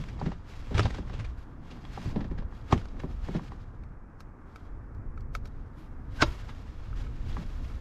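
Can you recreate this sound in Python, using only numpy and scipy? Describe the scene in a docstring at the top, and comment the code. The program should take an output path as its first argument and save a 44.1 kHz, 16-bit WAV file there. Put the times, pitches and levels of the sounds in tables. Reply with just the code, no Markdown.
"""Unhooking a fish in a kayak

An angler in a plastic kayak adjusts the pole that carries the microphone, then unhooks a fish.
Struck parts (hull, pole, latch, hook, fish) ring as fading sine waves; scrapes and slips are shaped noise.
A stiff jacket rustles as grainy noise that follows the arms; the fish gives one wet slap.
Wind rumbles on the microphone over the soft wash of the lake, both made of coloured noise."""
import sys
import numpy as np
from scipy import signal
from scipy.fft import rfft, irfft, next_fast_len
from scipy.io import wavfile

SR = 44100
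rng = np.random.default_rng(int(sys.argv[2]) if len(sys.argv) > 2 else 0)


def persist_wave(psi):
    """Save psi, clipped to +-1, as 16-bit WAV."""
    counts = np.round(np.clip(psi, -1, 1) * 32767).astype(np.int16)
    wavfile.write(sys.argv[1], SR, np.atleast_2d(counts).T)


N = 344244
TIME = np.arange(N) / SR
AGE = np.arange(SR // 3) / SR  # time axis of one short contact, in seconds
LEAD_S = 1 / 20  # a scrape or creak starts this long before its peak

# Arm movements that slide the jacket fabric. Each row: start in seconds, length in seconds,
# strength in dB (the swish adds its own lift), fine hiss in dB relative to that strength.
MOVES = [(0.0, 0.028, -55.5, -21), (0.192, 0.11, -59.5, -33), (0.492, 0.32, -60, -20.5),
         (0.75, 0.22, -56.5, -27), (1.08, 0.21, -64.5, -23), (1.392, .01, -66, -16),
         (1.669, 0.23, -64.5, -21), (1.942, 0.15, -55, -21.5), (2.551, .02, -65, -18),
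         (2.698, 0.092, -57, -22), (3.0, 0.14, -67, -18), (3.248, 0.11, -58, -21),
         (3.443, 0.03, -60.5, -21), (4.506, .14, -72.5, -18), (5.423, 0.25, -78, -18),
         (5.79, 0.041, -67.5, -13), (6.176, 0.15, -54.5, -17.5), (6.38, .12, -59.5, -21),
         (6.555, 0.78, -65, -21), (6.96, 0.052, -60.5, -20), (7.279, 0.14, -57.5, -20),
         (7.495, 0.26, -62, -17.5)]
MOVE_ATTACK_S, MOVE_RELEASE_S = 0.038, 0.065

# Tone of sliding fabric. Each row: frequency in Hz, relative level in dB.
SWISH_COLOUR = [(500, 6.5), (1200, 6.5), (2200, 3.5), (3500, -0.5), (5300, -6), (7000, -10), (8500, -18.5),
                (10500, -29.5), (15500, -53)]

# Cutoff of the scrapes: a blunt bump scrapes more dully than a slip in the mount.
SCRAPE_TOP_HZ, SLIP_TOP_HZ = 5200, 10000

# The moment the pole seats itself
SEAT_S = 2.7258


def undb(db):
    """Turn decibels into gain."""
    return 10 ** (np.asarray(db) / 20)


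def unit(x):
    """Scale to an rms (average strength) of 1."""
    return x / np.sqrt(np.mean(x ** 2))


def curve(table, column):
    """Read one column of a control table at every sample, with straight lines between rows."""
    rows = np.array(table)
    return np.interp(TIME, rows[:, 0], rows[:, column])


def colour(x, points):
    """Give x a spectrum of (Hz, dB) points that falls 20 dB per octave beyond its ends; rms 1."""
    hz, db = np.transpose(points)
    size = next_fast_len(len(x))
    octave = np.log2(np.maximum(np.arange(size // 2 + 1) * SR / size, 1))
    below = np.maximum(np.log2(hz[0]) - octave, 0)
    above = np.maximum(octave - np.log2(hz[-1]), 0)
    gain = undb(np.interp(octave, np.log2(hz), db) - 20 * (below + above))
    return unit(irfft(rfft(x, size) * gain, size)[:len(x)])


def resonate(x, hz, q):
    """Pass x through one resonance with gain 1 at its centre; a higher q is narrower."""
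    return signal.lfilter(*signal.iirpeak(min(hz, SR / 3), max(q, 1), fs=SR), x)


def lowpass(x, order, hz):
    """Soften x above the given frequency."""
    return signal.sosfilt(signal.butter(order, hz, fs=SR, output="sos"), x)


def walk(rate):
    """Wander along straight lines between random values, `rate` values per second."""
    steps = rng.standard_normal(N // 100)
    return np.interp(TIME * rate, np.arange(len(steps)), steps)


def grains(size, spread_db):
    """Make noise from countless tiny contacts of very unequal strength."""
    boost = np.minimum(rng.exponential(size=size), 2 * np.pi)  # capped, so no grain sticks out too far
    return unit(rng.standard_normal(size) * undb(spread_db * boost))


def swell(t, rise_s, fall_s):
    """Grow exponentially up to t = 0 and decay after it."""
    return np.exp(-np.where(t < 0, -t / rise_s, t / fall_s))


def ring(modes, contact_s, weight_db=0, damping=1):
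    """Ring fading modes after one blow, peak 1; the push builds up over the contact time."""
    hz, db, t60 = np.transpose(modes)
    hz = hz * (1 + .005 * rng.standard_normal(len(hz)))  # no two blows ring quite alike
    # neighbouring modes swing in opposite senses
    size = undb(db + weight_db) * (-1) ** np.arange(len(hz))
    waves = np.sin(2 * np.pi * np.outer(hz, AGE))
    fades = np.exp(-np.log(1000) * np.outer(damping / t60, AGE))
    y = size @ (waves * fades)
    y = y * (1 - np.exp(-AGE / contact_s))
    return y / np.abs(y).max()


def add(out, s, sound):
    """Mix a sound in, starting at s seconds."""
    start = int(s * SR)
    start, sound = max(start, 0), sound[max(-start, 0):]
    out[start:start + len(sound)] += sound[:max(N - start, 0)]


def wind():
    """Eddies buffet the microphone: low noise whose level rises, falls and flutters."""
    # Gusts. Each row: time in seconds, level in dB before the 2 dB lift and the flutter below.
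    gusts = [(0.0, -42), (0.19, -37.5), (0.46, -46.5), (0.87, -36.5), (1.2, -37), (1.54, -46), (1.9, -44),
             (2.24, -34.5), (2.54, -40.5), (3.6, -40.5), (4.1, -48), (4.6, -50), (4.75, -41), (5.38, -38),
             (5.76, -43.5), (6.3, -37.5), (6.68, -41.5), (7.03, -35), (7.81, -39)]
    # Tone of the rumble. Each row: frequency in Hz, relative level in dB.
    rumble_colour = [(8.8, -30.5), (15, 4.5), (55, -1), (130, -9.5), (169, -30.5), (230, -20), (390, -35),
                     (419, -30), (500, -31), (650, -48), (1100, -120)]
    buffet_db = 1.5 * walk(11)
    return colour(rng.standard_normal(N), rumble_colour) * undb(curve(gusts, 1) + 2.0 + buffet_db)


def lake():
    """Far ripples and wind in bare trees: a soft, nearly even wash."""
    # Tone of the wash. Each row: frequency in Hz, relative level in dB.
    wash_colour = [(100, 2.5), (250, 5.5), (600, -5), (1200, -2.5), (1700, -9), (2500, -22.5),
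                   (3500, -49.5), (5300, -35.5), (8000, -40.5), (13000, -48.5), (15500, -59)]
    level_db = -56.5 + 0.96 * walk(2.0) + 0.38 * walk(26)
    return colour(rng.standard_normal(N), wash_colour) * undb(level_db)


def gestures(rows, attack_s, release_s, rest_db):
    """Strength of (start, length, dB) movements: each builds up, holds, lets go and settles; powers add."""
    settle_db, settle_s = -6.5, 0.18  # after a movement the last part dies away slowly
    power = undb(rest_db) ** 2
    for s, length, db in rows:
        before = np.maximum(s - TIME, 0)
        after = np.maximum(TIME - s - length, 0)
        settling = undb(settle_db) * np.exp(-after / settle_s)
        release = np.maximum(np.exp(-after / release_s), settling)
        power = power + (undb(db) * np.exp(-before / attack_s) * release) ** 2
    return np.sqrt(power)


def jacket(arm):
    """Stiff fabric slides in fine catches and uneven scuffs; gloves rub dully on the pole and fish."""
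    # Tone of the fine hiss. Each row: frequency in Hz, relative level in dB.
    sheen_colour = [(9000, -6), (12500, -4), (15500, -20)]
    # Tone of the rubbing gloves. Each row: frequency in Hz, relative level in dB.
    rub_colour = [(70, -21), (130, -2), (280, -6), (450, -20.5), (900, -21.5), (1800, -40.5)]
    # Glove rubs. Each row: start in seconds, length in seconds, level in dB before flutter.
    grips = [(0.17, .06, -45.5), (0.87, 0.26, -49.5), (1.5, 0.58, -50.5), (2.08, 0.12, -42.5),
             (2.32, 0.12, -51.5), (2.88, 0.2, -48), (3.33, 0.065, -45), (5.5, .5, -58), (7.3, 0.38, -52.5)]
    hiss_rows = [(s, length, db + hiss_db) for s, length, db, hiss_db in MOVES]
    hiss = gestures(hiss_rows, MOVE_ATTACK_S, MOVE_RELEASE_S, rest_db=-103)
    swish = colour(grains(N, spread_db=2.5), SWISH_COLOUR) * undb(3.0)
    sheen = colour(grains(N, spread_db=2.5), sheen_colour) * hiss
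    # each fold catches by itself and has its own pitch
    scuffs = np.zeros(N)
    for hz in (1400, 2100, 3350, 4850):
        fold = unit(resonate(grains(N, spread_db=4.5), hz, q=7.2))
        scuffs += fold * undb(-16.5 + 3.4 * np.minimum(walk(55), 2))
    scuffs = lowpass(scuffs, 4, 7000)
    grip = gestures(grips, attack_s=0.067, release_s=0.051, rest_db=-56.5)
    rub = colour(grains(N, spread_db=3.5), rub_colour) * grip * undb(1.9 * walk(35))
    return undb(1.85 * walk(60)) * (arm * (swish + scuffs) + sheen) + rub


def push(hz):
    """The first give of a struck surface: about one cycle, peak near 1."""
    cycles = hz * AGE
    return np.sin(2 * np.pi * cycles) * np.exp(-(2 * cycles - 1) ** 2)


def dent(hz):
    """A blow dents the shell, favours the modes near its own pitch and chatters for a few cycles."""
    # Ways the shell rings. Each row: frequency in Hz, relative level in dB, time to fade 60 dB in seconds.
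    shell_modes = [(127, 7.5, 0.062), (172.3, 4.5, 0.15), (208.3, -5, 0.22), (261.5, -2, 0.11),
                   (304.7, -12, 0.15), (382, -5.5, 0.073), (562, -5, 0.023), (611, -12, 0.08),
                   (790, -5, 0.039), (987, -1, 0.024), (1160, -8.5, 0.049)]
    octaves_away = np.abs(np.log2(np.array(shell_modes)[:, 0] / hz))
    body = ring(shell_modes, contact_s=0.00046, weight_db=-8 * octaves_away)
    chatter = unit(resonate(resonate(rng.standard_normal(len(AGE)), hz, 1), hz, 1))
    chatter = chatter * np.exp(-AGE * hz / 4.2)
    return undb(-1.5) * body + undb(-5.0) * push(hz) + undb(-11.5) * chatter


def scrape(fall_s, hz, top_hz):
    """A contact breaks free with a tick, then grinds; the tick comes LEAD_S into the sound."""
    # Tone of grinding grit. Each row: frequency in Hz, relative level in dB.
    grit_colour = [(200, 14), (900, 3.5), (1400, 1), (2300, -3.5), (3500, -5), (5000, -9), (6800, -15),
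                   (8500, -22.5), (10500, -25.5), (12500, -44), (15500, -53)]
    t = AGE - LEAD_S
    grit = colour(grains(len(AGE), spread_db=4), grit_colour)
    grit = unit(grit + resonate(grit, hz, q=3))
    grind = grit * swell(t, rise_s=fall_s / 3.3, fall_s=fall_s)
    age = np.maximum(t, 0)
    tick = np.sin(2 * np.pi * hz * age) * np.exp(-age / 0.0022) * (1 - np.exp(-age / .0004))
    return lowpass(grind + undb(0.5) * tick, 2, min(top_hz, SR / 3))


def hull():
    """Each bump dents the shell and scrapes it; a moment later the shell rocks back at one low pitch."""
    # Bumps. Each row: time in seconds, level in dB, pitch of the modes struck hardest in Hz,
    # scrape level in dB.
    bumps = [(0.0, -29.5, 132, -55), (0.19, -35, 925, -53), (0.214, -26, 700, -58),
             (0.226, -27.5, 154, -51), (0.2617, -18.5, 208, -39), (0.318, -31.5, 910, -44),
             (0.710, -27.5, 373, -54), (0.725, -28.5, 367, -55), (0.784, -25, 246, -37),
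             (0.856, -24.5, 755, -35), (0.865, -28, 850, -49), (0.984, -28, 383, -47.5),
             (1.098, -33, 910, -45), (1.975, -26.5, 790, -52), (2.059, -27.5, 206, -52),
             (2.16, -18, 243, -42), (2.209, -27, 273, -43), (2.246, -32.5, 280, -47.5),
             (2.311, -28, 290, -51), (2.383, -32.5, 300, -43), (2.423, -39.5, 570, -54.5),
             (2.523, -41.5, 940, -61), (2.746, -21, 270, -53), (3.034, -25, 380, -58),
             (3.042, -31, 436, -57), (3.285, -25, 340, -48), (3.349, -17.5, 228, -41),
             (3.394, -36, 1100, -54), (3.519, -35.5, 1010, -52), (6.493, -46, 590, -43.5),
             (7.367, -28.5, 1110, -48), (7.385, -31, 172, -52)]
    rebound_s, rebound_db, rebound_hz = 0.01316, -6.5, 184  # delay, level against the bump, pitch
    out = np.zeros(N)
    for s, db, hz, scrape_db in bumps:
        add(out, s, undb(db) * dent(hz))
        add(out, s + rebound_s, undb(db + rebound_db) * dent(rebound_hz))
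        add(out, s - LEAD_S, undb(scrape_db) * scrape(fall_s=0.014, hz=1710, top_hz=SCRAPE_TOP_HZ))
    return out


def pole():
    """The pole flexes with a low thud when jolted, and slips grittily in its mount."""
    # Ways the pole flexes. Each row: frequency in Hz, relative level in dB, time to fade 60 dB in seconds
    # when free.
    flex_modes = [(73.3, 6, 0.049), (106.4, 5.5, 0.13), (116, 0.5, 0.144), (139.5, -5, 0.095)]
    # Jolts. Each row: time in seconds, peak level in dB, damping by the hand (1 = free, more fades faster).
    jolts = [(0.747, -14.5, 1.9), (0.784, -16, 0.96), (0.847, -16, 2.5), (1.185, -28.5, 0.86),
             (2.055, -27, 0.94), (2.7258, -26.5, 0.69), (2.76, -20, 2.5), (3.494, -35, 2.9)]
    # Slips. Each row: time in seconds, level in dB, fall time in seconds, ringing pitch in Hz.
    slips = [(0.039, -39.5, 0.003, 2090), (0.089, -44.5, 0.017, 2140), (0.199, -46.5, 0.0055, 4600),
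             (0.746, -38, 0.01, 3600), (0.753, -36, 0.017, 1760), (0.781, -28, 0.026, 2460),
             (0.794, -22, 0.0052, 1360), (0.803, -31, 0.0047, 1250), (0.831, -35.5, 0.017, 4600),
             (0.855, -33, 0.0089, 3700), (0.906, -35.5, 0.0041, 1890), (0.947, -38, 0.0098, 1520),
             (1.139, -46, 0.039, 2620), (1.198, -39, 0.014, 2260), (1.247, -42, 0.011, 2350),
             (1.712, -45, 0.015, 2660), (1.852, -44.5, 0.0029, 3360), (2.713, -36, 0.015, 1150),
             (2.778, -40.5, 0.0069, 2700), (2.815, -45, 0.0045, 1400), (2.856, -46.5, 0.0027, 1600),
             (2.886, -53, 0.008, 5200), (2.998, -44, 0.011, 1760), (3.364, -42, 0.011, 2200),
             (7.327, -47, 0.0097, 3400)]
    out = np.zeros(N)
    for s, db, damping in jolts:
        add(out, s, undb(db) * ring(flex_modes, contact_s=0.0013, damping=damping))
    for s, db, fall_s, hz in slips:
        add(out, s - LEAD_S, undb(db) * scrape(fall_s, hz, SLIP_TOP_HZ))
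    return out


def catches(arm):
    """Gloves catch on the pole and fish in random slips that follow the arm's strength."""
    per_s, let_go_s = 13, 3.55  # catches per second; the hand has left the pole after let_go_s
    level_db, spread_db, free_hand_db = 9, 3.5, -2  # against the arm's strength; softer with a free hand
    out = np.zeros(N)
    draws = rng.uniform(-1.1, 1, (int(N / SR * per_s), 3))
    for k, (when, size, pitch) in enumerate(draws):
        s = (k + 1 + when) / per_s
        db = level_db + spread_db * size + free_hand_db * (s > let_go_s)
        strength = np.interp(s, TIME, arm) * undb(db)
        hz = 1990 * 2 ** (pitch / 2)  # up to about half an octave either way
        add(out, s - LEAD_S, strength * scrape(0.0046, hz, SCRAPE_TOP_HZ))
    return out


def knock():
    """The pole seats itself: a hard crack, the short ring of its plastic latch, then a bottoming thud."""
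    # Tone of the crack. Each row: frequency in Hz, relative level in dB.
    crack_colour = [(300, 4.5), (560, -1.5), (800, 10.5), (980, -8), (1150, 4), (1450, -10), (2200, -8.5),
                    (3200, -12), (3900, -21.5), (5900, -23), (7500, -28.5), (9800, -48), (12500, -45),
                    (15500, -60)]
    # Ways the latch rings. Each row: frequency in Hz, relative level in dB, time to fade 60 dB in seconds.
    latch_modes = [(250, -6, 0.12), (370, -8.5, 0.063), (483, -10.5, 0.042), (595, -25, 0.04),
                   (778, -6, 0.041), (1124, 0.5, 0.027), (1270, -4, 0.013), (2290, -18, 0.028),
                   (3160, -15, 0.021)]
    crack = swell(TIME - SEAT_S, rise_s=.0022, fall_s=.01)
    out = colour(grains(N, spread_db=1.5), crack_colour) * undb(-20) * crack
    add(out, SEAT_S, undb(-8.5) * ring(latch_modes, contact_s=.0002))
    add(out, 2.7295, undb(-11) * push(hz=115))
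    return out


def tackle():
    """The hook creaks under load, then works free in sharp snaps with a brief hollow ring."""
    # Tone of a snap. Each row: frequency in Hz, relative level in dB.
    snap_colour = [(400, 11.5), (1300, 3), (2600, -3), (3300, -4.5), (4300, -2.5), (5800, -4), (8500, -15),
                   (10500, -19.5), (12000, -14.5), (15500, -29)]
    # Ways the hook rings. Each row: frequency in Hz, relative level in dB, time to fade 60 dB in seconds.
    hook_modes = [(490, -2, 0.086), (1290, 8, 0.031), (1530, 4, 0.016), (1740, -19, .012), (2260, 3, 0.019),
                  (2610, -4, 0.022), (3720, -9.5, 0.024), (4520, -9, 0.025), (5870, -21, .018)]
    # Clicks. Each row: time in seconds, ring peak in dB, snap level in dB,
    # pitch of the modes struck hardest in Hz.
    clicks = [(3.836, -50, -64, 2700), (4.205, -42.5, -50.5, 1700), (4.559, -37, -52, 2000),
              (4.948, -77, -66.5, 5600), (5.176, -40, -62.5, 1260), (5.207, -68, -59.5, 4300),
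              (5.351, -23.5, -38.5, 1850), (5.456, -44, -50, 1900), (5.473, -61, -56.5, 4300),
              (6.929, -41.5, -71, 1270), (7.067, -41.5, -69, 1800), (7.699, -47, -63, 1300)]
    out, mode_hz, t = np.zeros(N), np.array(hook_modes)[:, 0], AGE - LEAD_S
    creak = undb(-8) * swell(t, rise_s=0.0071, fall_s=0.013)
    strain = swell(t, rise_s=0.00019, fall_s=0.0037) + creak
    for s, ring_db, snap_db, hz in clicks:
        snap = strain * colour(rng.standard_normal(len(AGE)), snap_colour)
        add(out, s - LEAD_S, undb(snap_db) * snap)
        weight_db = -7 * np.abs(np.log2(mode_hz / hz))
        add(out, s, undb(ring_db) * ring(hook_modes, contact_s=0.00016, weight_db=weight_db))
    return out


def fish():
    """The fish whips along the fabric in a swelling zip, smacks down wetly and quivers briefly."""
    # Tone of the wet splat. Each row: frequency in Hz, relative level in dB.
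    slap_colour = [(80, -2), (170, 6), (320, -3), (450, -2.5), (560, 6.5), (780, -7), (950, 0), (1300, -5),
                   (1900, -20), (3000, -6), (5400, -12), (6900, -29), (8000, -44), (9800, -38),
                   (12500, -43), (15500, -62)]
    # Ways the slap rings. Each row: frequency in Hz, relative level in dB, time to fade 60 dB in seconds.
    smack_modes = [(138, -4.5, 0.16), (259, -2, 0.048), (342, 8, 0.042), (496, -10, 0.13), (591, -6, 0.075),
                   (887, -4, 0.049), (977, 2, 0.027), (1140, -3, 0.042), (1343, 1, 0.045),
                   (1555, -7, 0.049), (1660, -6, 0.06), (2190, -4, 0.035), (2560, -10, 0.035),
                   (3860, -10, 0.043), (4760, -14, 0.031), (5320, -12, 0.025), (6640, -12, 0.026)]
    # Three blows in quick succession, the last one softer. Each row: time in seconds, peak level in dB.
    slaps = [(6.2242, -9), (6.2256, -10), (6.2290, -13.5)]
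    t = TIME - 6.2235
    zip_noise = colour(rng.standard_normal(N), SWISH_COLOUR)
    zip_tone = unit(resonate(resonate(rng.standard_normal(N), 1540, 13.6), 1540, 13.6))
    out = undb(-21) * zip_noise * swell(t, rise_s=.0075, fall_s=.006)
    out += undb(-24) * zip_tone * swell(t, rise_s=.01, fall_s=.004)
    splat = colour(rng.standard_normal(N), slap_colour)
    out += undb(-19.0) * swell(t, rise_s=0.0014, fall_s=0.01) * splat
    # the quivering body keeps the same modes alive; a mode's width follows from its ring time
    quiver = colour(rng.standard_normal(N), [(100, 2), (1000, 0), (2200, -9), (6500, -2), (9000, -30)])
    shiver = np.zeros(N)
    for k, (hz, db, t60) in enumerate(smack_modes):
        q = 0.6 * np.pi * hz * t60 / np.log(1000)
        shiver += undb(db) * resonate(quiver, hz, q) * (-1) ** k
    out += undb(-36.5) * unit(shiver) * swell(t, rise_s=0.0018, fall_s=0.055)
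    # a brief falling chirp gives the slap its snap
    chirp_hz = 6000 * np.exp(-AGE / 0.0042)
    chirp = np.sin(2 * np.pi * np.cumsum(chirp_hz) / SR) * np.exp(-((AGE - .003) / 0.0059) ** 2)
    add(out, 6.2203, undb(-19.0) * chirp)
    for s, db in slaps:
        add(out, s, undb(db) * ring(smack_modes, contact_s=0.00035))
    add(out, 6.2248, undb(-17) * push(hz=282))
    return out


def cockpit(x):
    """The near walls of the hull mirror the treble after a few thousandths of a second."""
    # Reflections. Each row: delay in seconds, level in dB.
    walls = [(.0019, -16), (.0034, -14.5), (.0052, -16.5)]
    out = x.copy()
    treble = signal.sosfilt(signal.butter(2, 2830, "high", fs=SR, output="sos"), x)
    for delay_s, db in walls:
        add(out, delay_s, undb(db) * treble)
    return out


def scene():
    """Everything is close to one microphone on open water; only the hull reflects."""
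    arm = gestures([move[:3] for move in MOVES], MOVE_ATTACK_S, MOVE_RELEASE_S, rest_db=-87)
    handling = jacket(arm) + hull() + pole() + catches(arm)
    events = knock() + tackle() + fish()
    return (wind() + lake() + cockpit(handling + events))[None]


def record(dry):
    """The recorder rounds the highest peaks and cuts the top of the treble."""
    ceiling, top_hz = .7, 15500
    treble_cut = signal.ellip(8, .2, 70, top_hz, fs=SR, output="sos")
    return signal.sosfilt(treble_cut, ceiling * np.tanh(dry / ceiling))


dry = scene()
out = record(dry)
persist_wave(out)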